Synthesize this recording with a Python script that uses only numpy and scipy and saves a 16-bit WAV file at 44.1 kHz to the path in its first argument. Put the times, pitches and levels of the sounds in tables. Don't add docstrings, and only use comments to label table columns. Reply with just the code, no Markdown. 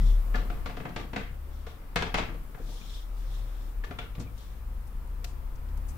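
import sys
import numpy as np
from scipy import signal
from scipy.fft import rfft, irfft
from scipy.io import wavfile
from scipy.ndimage import uniform_filter1d

SR = 44100
rng = np.random.default_rng(int(sys.argv[2]) if len(sys.argv) > 2 else 0)


def voltage_ratio(decibels):
    exponent = np.asarray(decibels, float) / 20
    return 10 ** exponent


def digitize_waveform(pressure):
    field = np.atleast_2d(pressure).T
    bounded = np.clip(field, -1, 1)
    quanta = np.round(bounded * 32767).astype(np.int16)
    wavfile.write(sys.argv[1], SR, quanta)


N = 263596

# [start t/s, peak level/dB, f/Hz]
ROOM_SWELLS = [(-0.06, -16.5, 37.36), (0.23, -22, 36.26), (0.45, -28, 38.5), (0.56, -37, 37.4),
               (0.75, -43, 37.3), (0.93, -38, 36.6), (1.16, -35.5, 36.1), (1.5, -35.5, 36.9),
               (1.7, -39, 36.8), (1.93, -35.5, 35.8), (2.08, -32, 36.5), (2.3, -33.5, 36.7),
               (2.46, -35.5, 37), (2.6, -32.5, 34.75), (2.8, -41, 36.2), (2.87, -33.5, 38.77),
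               (3.03, -30.5, 38.3), (3.69, -29.5, 37.04), (3.87, -43, 38.02), (3.95, -42, 41.3),
               (4.08, -35.5, 40.9), (4.22, -50, 41), (4.3, -42, 39.5), (4.41, -36, 38.3),
               (4.6, -33.5, 37.6), (4.88, -33.5, 37.08), (5.41, -33, 36.48), (5.61, -30.5, 37.46),
               (5.93, -36, 37.2), (6.2, -33, 37.2)]
SWELL_DIP, SWELL_ROUND = 0.22, 0.8
SWELL_EDGE_S = 0.33

# [t/s, level/dB]
TRAFFIC = [(0.0, 6), (0.3, 7), (0.58, 7.5), (0.83, 2.5), (1.05, -1.5), (1.3, -4), (2.0, 0.5), (2.2, 3),
           (2.36, 0.5), (3.0, -1), (3.4, 3), (3.8, 0.5), (4.3, -1.5), (4.81, 0), (5.56, 1.5), (5.83, 2.5),
           (5.98, 5.5)]
# [f/Hz, level/dB per Hz]
RUMBLE_SPECTRUM = [(6, -2), (18, 0), (30, 2.5), (50, -8.5), (70, -6), (90, -21), (107, -9.5), (135, -21),
                   (250, -29), (500, -83)]
# [f/Hz, level/dB per Hz]
WASH_SPECTRUM = [(88, -35), (150, -15.5), (254, -8.5), (312, -10.5), (378, -11.5), (407, -14.5),
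                 (507, -10.5), (613, -15), (1280, -14), (1370, -17.5), (5000, -34), (6500, -41.5),
                 (11000, -120)]
# [t/s, extra wash level/dB]
PASSING_CARS = [(0, 1.5), (1.0, 1.5), (4.7, 0), (5.4, 0), (5.98, 0)]
RUMBLE_DB, WASH_DB, WASH_FOLLOWS = -41, -54, 0.48

# [f/Hz, level/dB, T60/s]
TOP_MODES = [(463, 5, 0.085), (600, 1, 0.069), (711, 2, 0.083), (880, -5, 0.033), (1177, -1.5, 0.081),
             (1400, -12, 0.029), (1680, 4, 0.015), (2300, -7, 0.02), (2600, -12, 0.02)]
# [f/Hz, level/dB, T60/s]
FRAME_MODES = [(114, -7, 0.064), (135.7, -2, 0.063), (167, -1.5, 0.074), (200.5, -0.5, 0.074),
               (248.8, -3, 0.089), (328, -6.5, 0.091)]
# [f/Hz, level/dB per Hz]
CRACK_SPECTRUM = [(100, -42.5), (300, -9), (700, -3.5), (2270, -5), (3200, -8), (4600, -13.5),
                  (7000, -22.5), (10000, -33.5), (16000, -68)]
# [f/Hz, width/Hz, level/dB]
PANEL_HUMPS = [(480, 70, 3), (705, 70, 2.5), (880, 80, 3.5), (1156, 90, 3), (1610, 100, 2), (2050, 260, 1),
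               (2590, 190, 1.5), (3330, 200, 1.5)]
# [t/s, peak level/dB, brightness/dB, thump/dB]
LEANING_SLIPS = [(0.339, -37, -20, -4), (0.346, -29, -23.5, -2.5), (0.354, -34, -6, -21),
                 (0.386, -45, -20, 6), (0.426, -46, -21, -1), (0.499, -35.5, -19, 1),
                 (0.658, -30.5, -15.5, -4), (0.695, -37.5, -20, -4), (0.768, -34.5, -18, -0.5),
                 (0.8, -37, -23, 2), (0.852, -31, -27, -1.5), (0.89, -47, -9, -13), (0.961, -27.5, -15, -4),
                 (0.994, -39, -19, 2), (1.132, -31.5, -20.5, 0.5), (1.161, -24.5, -19, -9),
                 (1.195, -46, -27, 5), (1.666, -38.5, -19, -25), (1.816, -52, -28, 1),
                 (1.959, -17.5, -14.5, -12), (2.0225, -23, -17, -9), (2.142, -18, -16.5, -8.5),
                 (2.183, -21.5, -18, -28), (2.223, -33, -22, -23), (2.289, -38.5, -34, 4),
                 (2.342, -46.5, -19.5, 4)]
# [t/s, peak level/dB, brightness/dB, thump/dB]
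LIFTING_SLIPS = [(2.545, -44.5, -33, -26), (2.599, -54, -26, 14.5), (2.689, -48, -7, 3),
                 (2.812, -54, -11, 8), (3.838, -39.5, -17, -7), (3.9085, -37, -19.5, -3),
                 (3.987, -35, -13, -8), (4.028, -53, -20, 7), (4.152, -46, -13, -6),
                 (4.182, -47.5, -19, -1), (4.2, -43, -14, -3), (4.223, -53, -11, -4), (4.37, -57, -15, -16)]
SOFT_DB, TOP_RING_DB, RING_LOSS = -35, -6.5, 0.55
SLIP_S, SHORTENING = 0.0078, 0.017

# [t/s, f/Hz, peak level/dB, T60/s]
TOOL_RING = (0.003, 2000, -50, 0.4)
# [t/s, f/Hz, peak level/dB]
TOP_RING_OUTS = [(.345, 1723, -24.5), (0.358, 1400, -31), (0.361, 1156, -35), (.501, 1400, -35),
                 (.502, 711, -42.5), (.375, 1700, -40), (.385, 1156, -41), (.425, 1350, -42),
                 (.966, 2200, -40), (3.92, 1480, -42), (.66, 1400, -33), (.697, 711, -37), (.772, 711, -42),
                 (.856, 711, -42), (.856, 1724, -37), (1.669, 463, -34), (2.348, 463, -38),
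                 (2.6, 463, -37.5), (2.69, 600, -47), (2.814, 2420, -43.5), (3.838, 1750, -31),
                 (3.842, 1173, -38), (3.911, 711, -35.5), (3.911, 1400, -36.5), (3.987, 1400, -32.5),
                 (3.989, 711, -36.5), (3.988, 3450, -33), (3.989, 2300, -33), (3.918, 440, -40),
                 (1.165, 463, -37), (1.965, 463, -36), (2.148, 600, -30), (4.272, 2392, -47),
                 (5.243, 699.6, -45.5), (5.243, 440, -47), (5.243, 1400, -45), (3.92, 560, -47),
                 (3.93, 711, -44), (2.183, 625, -31), (2.22, 1146, -40)]
# [t/s, f/Hz, peak level/dB]
FRAME_THUMPS = [(0.0052, 200, -36), (.035, 220, -36), (.06, 197, -43), (1.668, 189, -44.5),
                (.345, 190, -38), (2.812, 173, -46), (0.0187, 137, -29), (0.0225, 105.6, -27),
                (.36, 254, -32), (.808, 174, -36), (0.9, 177, -41), (1.17, 199, -29.5), (1.6, 230, -51),
                (0.58, 68, -36), (1.96, 174.6, -23.5), (1.962, 110, -30), (2.15, 107, -32),
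                (1.165, 170, -32), (1.99, 71.5, -32), (2.146, 161, -29.5), (2.17, 72, -34),
                (1.31, 123, -36.5), (2.549, 123, -36.5), (2.6, 245, -49), (2.2, 271, -31.5),
                (3.9, 110, -35), (3.87, 72, -38), (3.99, 130, -38), (3.91, 260, -38.5), (4.2, 112, -30.5),
                (2.93, 65, -39.5), (0.88, 300, -39), (.855, 240, -39), (.86, 165, -42), (1.163, 285, -40),
                (1.135, 216, -43), (0.69, 420, -44)]
# [t/s, f/Hz, peak level/dB]
PRESSED_RINGS = [(1.161, 3780, -39), (1.163, 2030, -28.5), (1.163, 880, -37), (1.165, 1580, -35),
                 (1.166, 2590, -38.5), (1.166, 705, -44), (1.134, 707, -34), (1.136, 1174, -36),
                 (1.96, 3850, -33), (1.961, 2650, -32), (1.962, 705, -35), (1.964, 2090, -25),
                 (1.961, 1180, -27), (1.966, 1650, -23), (1.99, 1642, -28), (2.024, 2600, -36),
                 (2.025, 3300, -36), (2.026, 1650, -33), (2.027, 880, -35), (2.147, 850, -25),
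                 (2.147, 1222, -23), (2.148, 711, -36), (2.148, 1644, -31), (2.149, 2412, -30),
                 (2.15, 2579, -32), (2.152, 2805, -35), (2.176, 2130, -35), (2.177, 1170, -35),
                 (2.185, 900, -34), (2.185, 3284, -27), (2.188, 2575, -31), (2.19, 1340, -32),
                 (2.191, 734, -35.5), (.35, 711, -37.5), (.36, 560, -32), (.345, 440, -39),
                 (.432, 453, -38), (2.547, 1500, -49), (2.548, 1180, -48), (2.575, 753, -45),
                 (2.608, 463, -43.5), (2.688, 880, -50), (2.76, 470.3, -45), (3.91, 3399, -42),
                 (3.989, 2830, -33), (3.992, 2200, -37), (4.013, 1490, -39), (3.988, 3340, -36),
                 (3.989, 1910, -39), (3.925, 1460, -45), (.692, 1450, -44), (.692, 1050, -43),
                 (4.016, 2700, -41), (3.87, 1747, -46), (2.59, 1750, -50), (2.72, 900, -50),
                 (3.87, 395, -42), (4.06, 1349, -43), (.963, 711, -33.5), (.964, 1185, -36),
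                 (.66, 711, -36)]
# [t/s, f/Hz, peak level/dB]
TIPPING_THUDS = [(4.181, 150, -28), (4.19, 300, -39), (4.198, 112, -29), (4.206, 190.2, -32),
                 (4.2, 255, -35), (4.213, 460, -42), (4.223, 105, -30), (4.225, 230, -36),
                 (4.244, 110, -37), (4.25, 290, -41)]
# [f/Hz, T60/s]
RING_DECAY = [(72, 0.33), (110, 0.11), (180, 0.11), (255, 0.13), (463, 0.062), (711, 0.12), (1170, 0.063),
              (1730, 0.047), (2400, 0.053), (3400, 0.038)]
PRESS_DAMPING, THUD_DAMPING = 0.55, 0.62

# [peak t/s, rise/s, fall/s, sleeve level/dB, paper and palm level/dB]
BRUSH_STROKES = [(0.09, 0.31, 0.15, -54.5, -54.5), (1.44, .04, .09, -70, -83),
                 (1.556, 0.13, 0.26, -66.5, -66.5), (1.67, 0.011, 0.15, -59, -61),
                 (2.73, 0.17, 0.22, -59, -53), (2.95, 0.27, 0.15, -51.5, -53),
                 (3.19, 0.075, 0.24, -74, -60.5), (3.35, 0.18, 0.22, -56, -58),
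                 (3.66, 0.55, .13, -66, -63.5), (4.41, 0.087, 0.27, -63.5, -61)]
# [f/Hz, width/Hz, level/dB]
GAUZE_BANDS = [(3530, 930, -0.5), (5440, 420, -6.5)]
STROKE_DROP_DB, STROKE_ROUND = 20, 1.3

# [t/s, peak level/dB]
SHARP_TICKS = [(.8559, -38), (.9627, -38), (.9687, -38), (.9891, -42), (1.1629, -34), (1.1677, -33),
               (1.1873, -39), (1.2214, -43), (1.9617, -25), (1.9654, -24), (1.9802, -34), (1.9861, -34),
               (2.0035, -34), (2.0238, -19), (2.0302, -32), (2.0508, -37), (2.1437, -28), (2.1482, -22),
               (2.1696, -33), (2.1758, -28), (2.181, -27), (2.1863, -29), (2.1973, -35), (2.2179, -34),
               (2.2321, -39), (2.5465, -48), (3.8451, -36), (3.8495, -39), (3.8686, -49), (3.9879, -35),
               (3.9904, -35), (3.9097, -43), (.6595, -38), (.7671, -43), (.5005, -42), (4.015, -43)]

# [t/s, firing f/Hz, level/dB]
ENGINE_PULLS = [
    [(0.9, 60.9, -56), (1.06, 64.5, -48), (1.312, 68.9, -48), (1.646, 70.06, -49), (1.91, 74.4, -62)],
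    [(3.8, 49.8, -47), (4.04, 52.66, -47), (4.17, 53.25, -43), (4.5, 56.58, -45.5), (4.65, 58.27, -42.5),
     (5.15, 63.27, -46), (5.55, 68, -47), (5.7, 69.96, -44), (5.98, 73.67, -43)],
]
# [multiple of the firing frequency, level/dB]
ENGINE_ORDERS = [(1, 2.5), (1.5, -11), (2, -8), (3, -16.5), (3.5, -19.5), (4, -21)]
UPPER_ORDERS_DB = [-4, -3]
WALL_HZ, WALL_WIDTH_HZ, WALL_DB = 70.5, 6, 5

# [t/s, peak
# level/dB, lowest f/Hz, highest f/Hz, length/s]
BRIEF_FLECKS = [(4.194, -49.5, 3900, 8000, 0.011), (4.375, -56, 2400, 8850, 0.0061),
                (4.868, -60.5, 5000, 11200, 0.0063), (5.072, -60, 7920, 14200, 0.0031),
                (1.191, -57, 1510, 3300, 0.045), (2.189, -35, 650, 3300, .004),
                (1.965, -31, 420, 3600, 0.0038), (2.148, -32.5, 590, 2800, 0.0031),
                (1.24, -53, 1500, 2250, 0.027), (2.546, -55, 700, 2300, .003),
                (4.15, -51, 1800, 4000, .003), (5.2428, -47, 11000, 15400, .003),
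                (2.1755, -37, 510, 4700, 0.003), (5.2422, -38, 1480, 6000, 0.0036),
                (5.2434, -48, 6020, 16000, 0.0026), (5.252, -55.5, 1994, 8100, 0.023),
                (5.555, -59.5, 4800, 8400, 0.0037), (5.686, -61, 3020, 6100, 0.0039),
                (5.771, -55, 3500, 13600, 0.004), (5.881, -52.5, 5430, 9700, 0.01),
                (2.551, -62, 300, 1300, 0.062), (5.9, -65, 3600, 8890, 0.013),
                (5.969, -50.5, 2800, 15100, 0.0028)]
# [t/s, peak level/dB]
BRIGHT_SNAPS = [
    (1.9585, -31.5),
    (2.0225, -42.5),
    (2.1415, -37),
]
# [t/s, peak level/dB, lowest f/Hz, highest f/Hz, length/s]
RUBBER_PEELS = [(3.843, -53, 2600, 6500, .005), (3.866, -60, 3000, 6000, .005),
                (3.986, -52, 4500, 9000, .003), (4.39, -61, 2900, 4200, .022),
                (2.545, -52, 500, 1800, .004)]

# [f/Hz, width/Hz, level/dB]
TYRE_HUMPS = [(480, 50, -1), (990, 340, 3)]
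# [t/s, level/dB]
TYRE_COURSE = [(0, -75), (4.6, -79), (5.1, -61), (5.5, -63), (5.7, -60), (5.98, -59)]

# [f/Hz, coherence]
LIKENESS = [(25, 0.85), (60, 0.64), (125, 0.88), (250, 0.72), (500, 0.5), (1000, 0.023), (4000, 0.031),
            (12000, 0.02)]
# [f/Hz, T60/s]
ROOM_DECAY = [(100, 0.58), (500, 0.29), (1500, 0.37), (2300, 0.37), (4000, 0.34), (8000, 0.32),
              (14000, 0.23)]
ROOM_DB, TICK_WET_DB, RING_WET_DB, PRESS_WET_DB = 5.5, -7, -14, -8

# [f/Hz, level/dB per Hz]
HISS_SPECTRUM = [(1470, -17), (2500, -1), (3810, -39.5), (4460, -6), (6490, -3), (12000, 1.5), (15100, 6),
                 (15800, 2), (15900, -45)]
# [t/s, level/dB]
HISS_COURSE = [(0.0, -61), (0.33, -60), (1.0, -65), (1.95, -66.5), (2.3, -64), (3.0, -65), (3.37, -64),
               (4.4, -65.5), (5.7, -65.5), (5.98, -62)]
LEFT_DB, RIGHT_DB, OFFSET = -0.3, -3.5, -0.0004


def evened(x):
    return x / np.sqrt(np.mean(x ** 2) + 1e-20)


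def read(points, hz):
    f, value = np.transpose(points)
    return np.interp(np.log(hz + 1), np.log(f + 1), value)


def follow(rows, column):
    rows = np.asarray(rows)
    return np.interp(np.arange(N) / SR, rows[:, 0], rows[:, column])


def add(mix, s, sound):
    part = mix[..., round(s * SR):][..., :sound.shape[-1]]
    part += sound[..., :part.shape[-1]]


def humps(table, hz):
    return 10 * np.log10(sum(voltage_ratio(db) ** 2 / (1 + ((hz - f) / w * 2) ** 2) ** 2 for f, w, db in table))


def noise(colour_db, patchy_db, size):
    hop = size // 2
    frames, hz = N // hop + 5, np.fft.rfftfreq(size, 1 / SR)
    a, b, c, d, patches = rng.standard_normal((frames, len(hz), 5)).T
    patches = uniform_filter1d(patches, size=8, axis=0)
    patches = evened(uniform_filter1d(patches, size=5, axis=1))
    same = np.clip(read(LIKENESS, hz), -1, 1)[:, None]
    left = a + 1j * b
    right = same * left + np.sqrt(1 - same ** 2) * (c + 1j * d)
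    z = np.array([left, right]) * voltage_ratio(colour_db(hz)[:, None] + patchy_db * patches)
    return evened(signal.istft(z, window="cosine", nperseg=size, noverlap=size - hop)[1][:, :N])


def boom():
    s, db, hz = np.transpose(ROOM_SWELLS)
    t = np.arange(N) / SR
    place = np.interp(t, s, np.arange(len(s)))
    swell = place.astype(int)
    roundness = SWELL_ROUND * np.minimum(SWELL_EDGE_S / np.diff(s), 1)[swell]
    arch = SWELL_DIP + (1 - SWELL_DIP) * abs(np.sin(np.pi * place)) ** roundness
    level = uniform_filter1d(voltage_ratio(db)[swell] * arch, size=1500)
    pitch = np.interp(t, (s[:-1] + s[1:]) / 2, hz[:-1])
    return np.sqrt(2) * level * np.cos(2 * np.pi * np.cumsum(pitch) / SR + 0.87)


def street():
    rumble = noise(lambda hz: read(RUMBLE_SPECTRUM, hz), 0.76, size=4096)
    wash = noise(lambda hz: read(WASH_SPECTRUM, hz), 0.71, size=1024)
    traffic_db = follow(TRAFFIC, 1)
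    wash_db = WASH_DB + WASH_FOLLOWS * traffic_db + follow(PASSING_CARS, 1)
    return voltage_ratio(RUMBLE_DB + traffic_db) * rumble + voltage_ratio(wash_db) * wash


def timed(rows, share=1):
    return [(*row, share * read(RING_DECAY, row[1])) for row in rows]


def rings(rows):
    out, t = np.zeros((2, N)), np.arange(8192) / SR
    lead = np.array([[0], [0.00015]])
    for s, hz, db, t60 in rows:
        envelope = voltage_ratio(db - 60 * t / t60) * np.minimum(t / 0.00074, 1)
        add(out, s, envelope * np.sin(2 * np.pi * hz * (t + lead)))
    return out


def rubs():
    scuff_spectrum = [(1500, -23), (3500, -5.5), (6000, -6.5), (9000, -12.5), (16000, -22.0)]
    gauze = noise(lambda hz: humps(GAUZE_BANDS, hz), 2.3, size=256)
    scuff = noise(lambda hz: read(scuff_spectrum, hz), 1.6, size=256)
    s, rise, fall, sleeve_db, palm_db = np.transpose(BRUSH_STROKES)[:, :, None]
    t = np.arange(0, N + 64, 64) / SR
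    away = np.maximum((s - t) / rise, (t - s) / fall)
    power = voltage_ratio(-STROKE_DROP_DB * away ** STROKE_ROUND) ** 2

    def course(db):
        return np.interp(np.arange(N) / SR, t, np.sqrt((voltage_ratio(db) ** 2 * power).sum(0)))

    return course(sleeve_db) * gauze + course(palm_db) * scuff


def causal(gain_db):
    log_gain = np.log(voltage_ratio(np.r_[gain_db, gain_db[-2:0:-1]]))
    return np.fft.ifft(np.exp(log_gain - 1j * signal.hilbert(log_gain).imag)).real


def flattened(x, size):
    z = rfft(x)
    return irfft(z / np.sqrt(uniform_filter1d(abs(z) ** 2, size) + 1e-12), x.shape[-1])


def modes(table, luck_db, t):
    x = sum(voltage_ratio(db + u - 60 * t / t60) * np.sin(2 * np.pi * hz * t)
            for (hz, db, t60), u in zip(table, luck_db))
    return x / np.linalg.norm(x)


def knock(db, bright_db, thump_db, luck, grit):
    t, hz = np.arange(6144) / SR, np.fft.rfftfreq(2048, 1 / SR)
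    start = t[:2048]
    hard_db = max(db - SOFT_DB, 0)
    top_db = TOP_RING_DB - RING_LOSS * hard_db
    length = SLIP_S * (1 - SHORTENING * hard_db)
    slips = grit * abs(grit) * np.exp(-(start / max(1.33 * length, 0.0003)) ** 3.5)
    slips = slips * np.minimum(start / 0.0051 + 0.42, 1)
    slips = flattened(np.pad(slips, ((0, 0), (0, 2048))), size=24)[:, :2048]
    slips = slips * np.exp(-start / 0.019)
    octaves_up = np.clip(np.log2(hz / 2000 + 1e-3), 0, 1)
    panel_db = sum(hump_db / (1 + ((hz - f) / w * 2) ** 2) for f, w, hump_db in PANEL_HUMPS)
    crack = causal(read(CRACK_SPECTRUM, hz) + panel_db + (bright_db + 15.5) * octaves_up)[:1024]
    crack = signal.fftconvolve(slips, crack[None], axes=1)
    top = voltage_ratio(top_db + 9) * modes(TOP_MODES, 0.83 * luck, t)
    frame = voltage_ratio(thump_db + 9.5) * modes(FRAME_MODES, 1.8 * luck[::-1], t)
    sound = (top + frame) * np.minimum(t / 0.0043, 1) + np.zeros((2, 1))
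    add(sound, 0, crack / np.linalg.norm(crack[0]))
    return voltage_ratio(db + 14) * sound


def knocks():
    out = np.zeros((2, N))
    for s, *row in LEANING_SLIPS + LIFTING_SLIPS:
        shared, own = rng.standard_normal(2048), rng.standard_normal((2, 2048))
        luck = rng.standard_normal(len(TOP_MODES))
        add(out, s, knock(*row, luck, 0.5 * shared + 0.62 * own))
    return out


def ticks():
    out = np.zeros((2, N))
    click = causal(read(CRACK_SPECTRUM, np.fft.rfftfreq(2048, 1 / SR)))[:1024]
    for k, (s, db) in enumerate(SHARP_TICKS):
        add(out, s, (-1) ** k * voltage_ratio(db + 2.5) * click[None] / abs(click).max())
    return out


def engine():
    out = np.zeros(N)
    for rows, upper_db in zip(ENGINE_PULLS, UPPER_ORDERS_DB):
        firing_hz, level_db = follow(rows, 1), follow(rows, 2)
        turns = np.cumsum(firing_hz) / SR
        first, last = rows[0][0], rows[-1][0]
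        fade = np.interp(np.arange(N) / SR, [first - 0.15, first, last, last + 0.11], [0, 1, 1, 0])
        for k, db in ENGINE_ORDERS:
            waver = uniform_filter1d(rng.standard_normal(N), size=6000)
            waver_db = 1.3 * evened(uniform_filter1d(waver, size=6000))
            wall_db = WALL_DB / (1 + ((k * firing_hz - WALL_HZ) / WALL_WIDTH_HZ * 2) ** 2)
            order_db = level_db + db + upper_db * (k > 1) + waver_db + wall_db
            tone = np.sin(2 * np.pi * (k * turns + rng.random()))
            out += np.sqrt(2) * fade * voltage_ratio(order_db) * tone
    return out


def flecks(rows):
    out, t = np.zeros((2, N)), np.arange(8192) / SR
    for s, db, low_hz, high_hz, length in rows:
        band = signal.butter(2, [low_hz, high_hz], "band", fs=SR)
        puff = evened(signal.lfilter(*band, rng.standard_normal((2, len(t)))))
        add(out, s, voltage_ratio(db) * puff * t / length * np.exp(1 - t / length))
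    return out


def snaps():
    out, t = np.zeros((2, N)), np.arange(2048) / SR
    band = signal.butter(2, [8000, 15800], "band", fs=SR)
    for s, db in BRIGHT_SNAPS:
        fizz = signal.lfilter(*band, rng.standard_normal((2, len(t))))
        add(out, s, voltage_ratio(db - 60 * t / 0.02) * fizz)
    return out


def tyres():
    return voltage_ratio(follow(TYRE_COURSE, 1)) * noise(lambda hz: humps(TYRE_HUMPS, hz), 1.4, size=1024)


def room(x):
    out, phase = np.zeros((2, N)), 2 * np.pi * 2.3 * np.arange(N) / SR
    for k in range(3):
        taps = np.zeros((2, SR // 2))
        grid = np.arange(120, SR // 2 - 20, 20)
        at = grid + rng.integers(0, 20, (2, len(grid)))
        echoes = rng.choice([-1., 1.], at.shape) * voltage_ratio(3.8 * rng.standard_normal(at.shape))
        np.put_along_axis(taps, at, echoes, 1)
        hz, t, z = signal.stft(taps, SR, nperseg=256)
        same = np.clip(read(LIKENESS, hz), -1, 1)[:, None]
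        z[1] = same * z[0] + np.sqrt(1 - same ** 2) * z[1]
        tail = signal.istft(z * voltage_ratio(-60 * t / read(ROOM_DECAY, hz)[:, None]), SR, nperseg=256)[1]
        turn = np.sqrt(2 / 3) * np.cos(phase + k * np.pi / 3)
        out += signal.fftconvolve(x * turn, tail / np.linalg.norm(tail[0]), axes=1)[:, :N]
    return out


def scene():
    table, edges, clicks = knocks(), snaps(), ticks()
    parts = rings([TOOL_RING] + timed(TOP_RING_OUTS + FRAME_THUMPS) + timed(TIPPING_THUDS, THUD_DAMPING))
    pressed = rings(timed(PRESSED_RINGS, PRESS_DAMPING))
    sent = table + voltage_ratio(TICK_WET_DB) * clicks + voltage_ratio(RING_WET_DB) * parts + voltage_ratio(PRESS_WET_DB) * pressed
    wet = voltage_ratio(ROOM_DB) * room(sent)
    struck = voltage_ratio(5.0) * table + edges + clicks + parts + pressed
    rubbed = rubs() + flecks(BRIEF_FLECKS) + flecks(RUBBER_PEELS)
    outside = street() + engine() + tyres()
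    return struck + wet + rubbed + boom() + outside


def band_limit(x):
    return signal.sosfilt(signal.butter(12, 15800, fs=SR, output="sos"), x)


def record(dry):
    hiss = voltage_ratio(follow(HISS_COURSE, 1) + 3.5) * noise(lambda hz: read(HISS_SPECTRUM, hz), 0.4, size=512)
    balance = voltage_ratio(np.array([[LEFT_DB], [RIGHT_DB]]))
    return band_limit((dry + hiss) * balance + OFFSET)


dry = scene()
out = record(dry)
digitize_waveform(out)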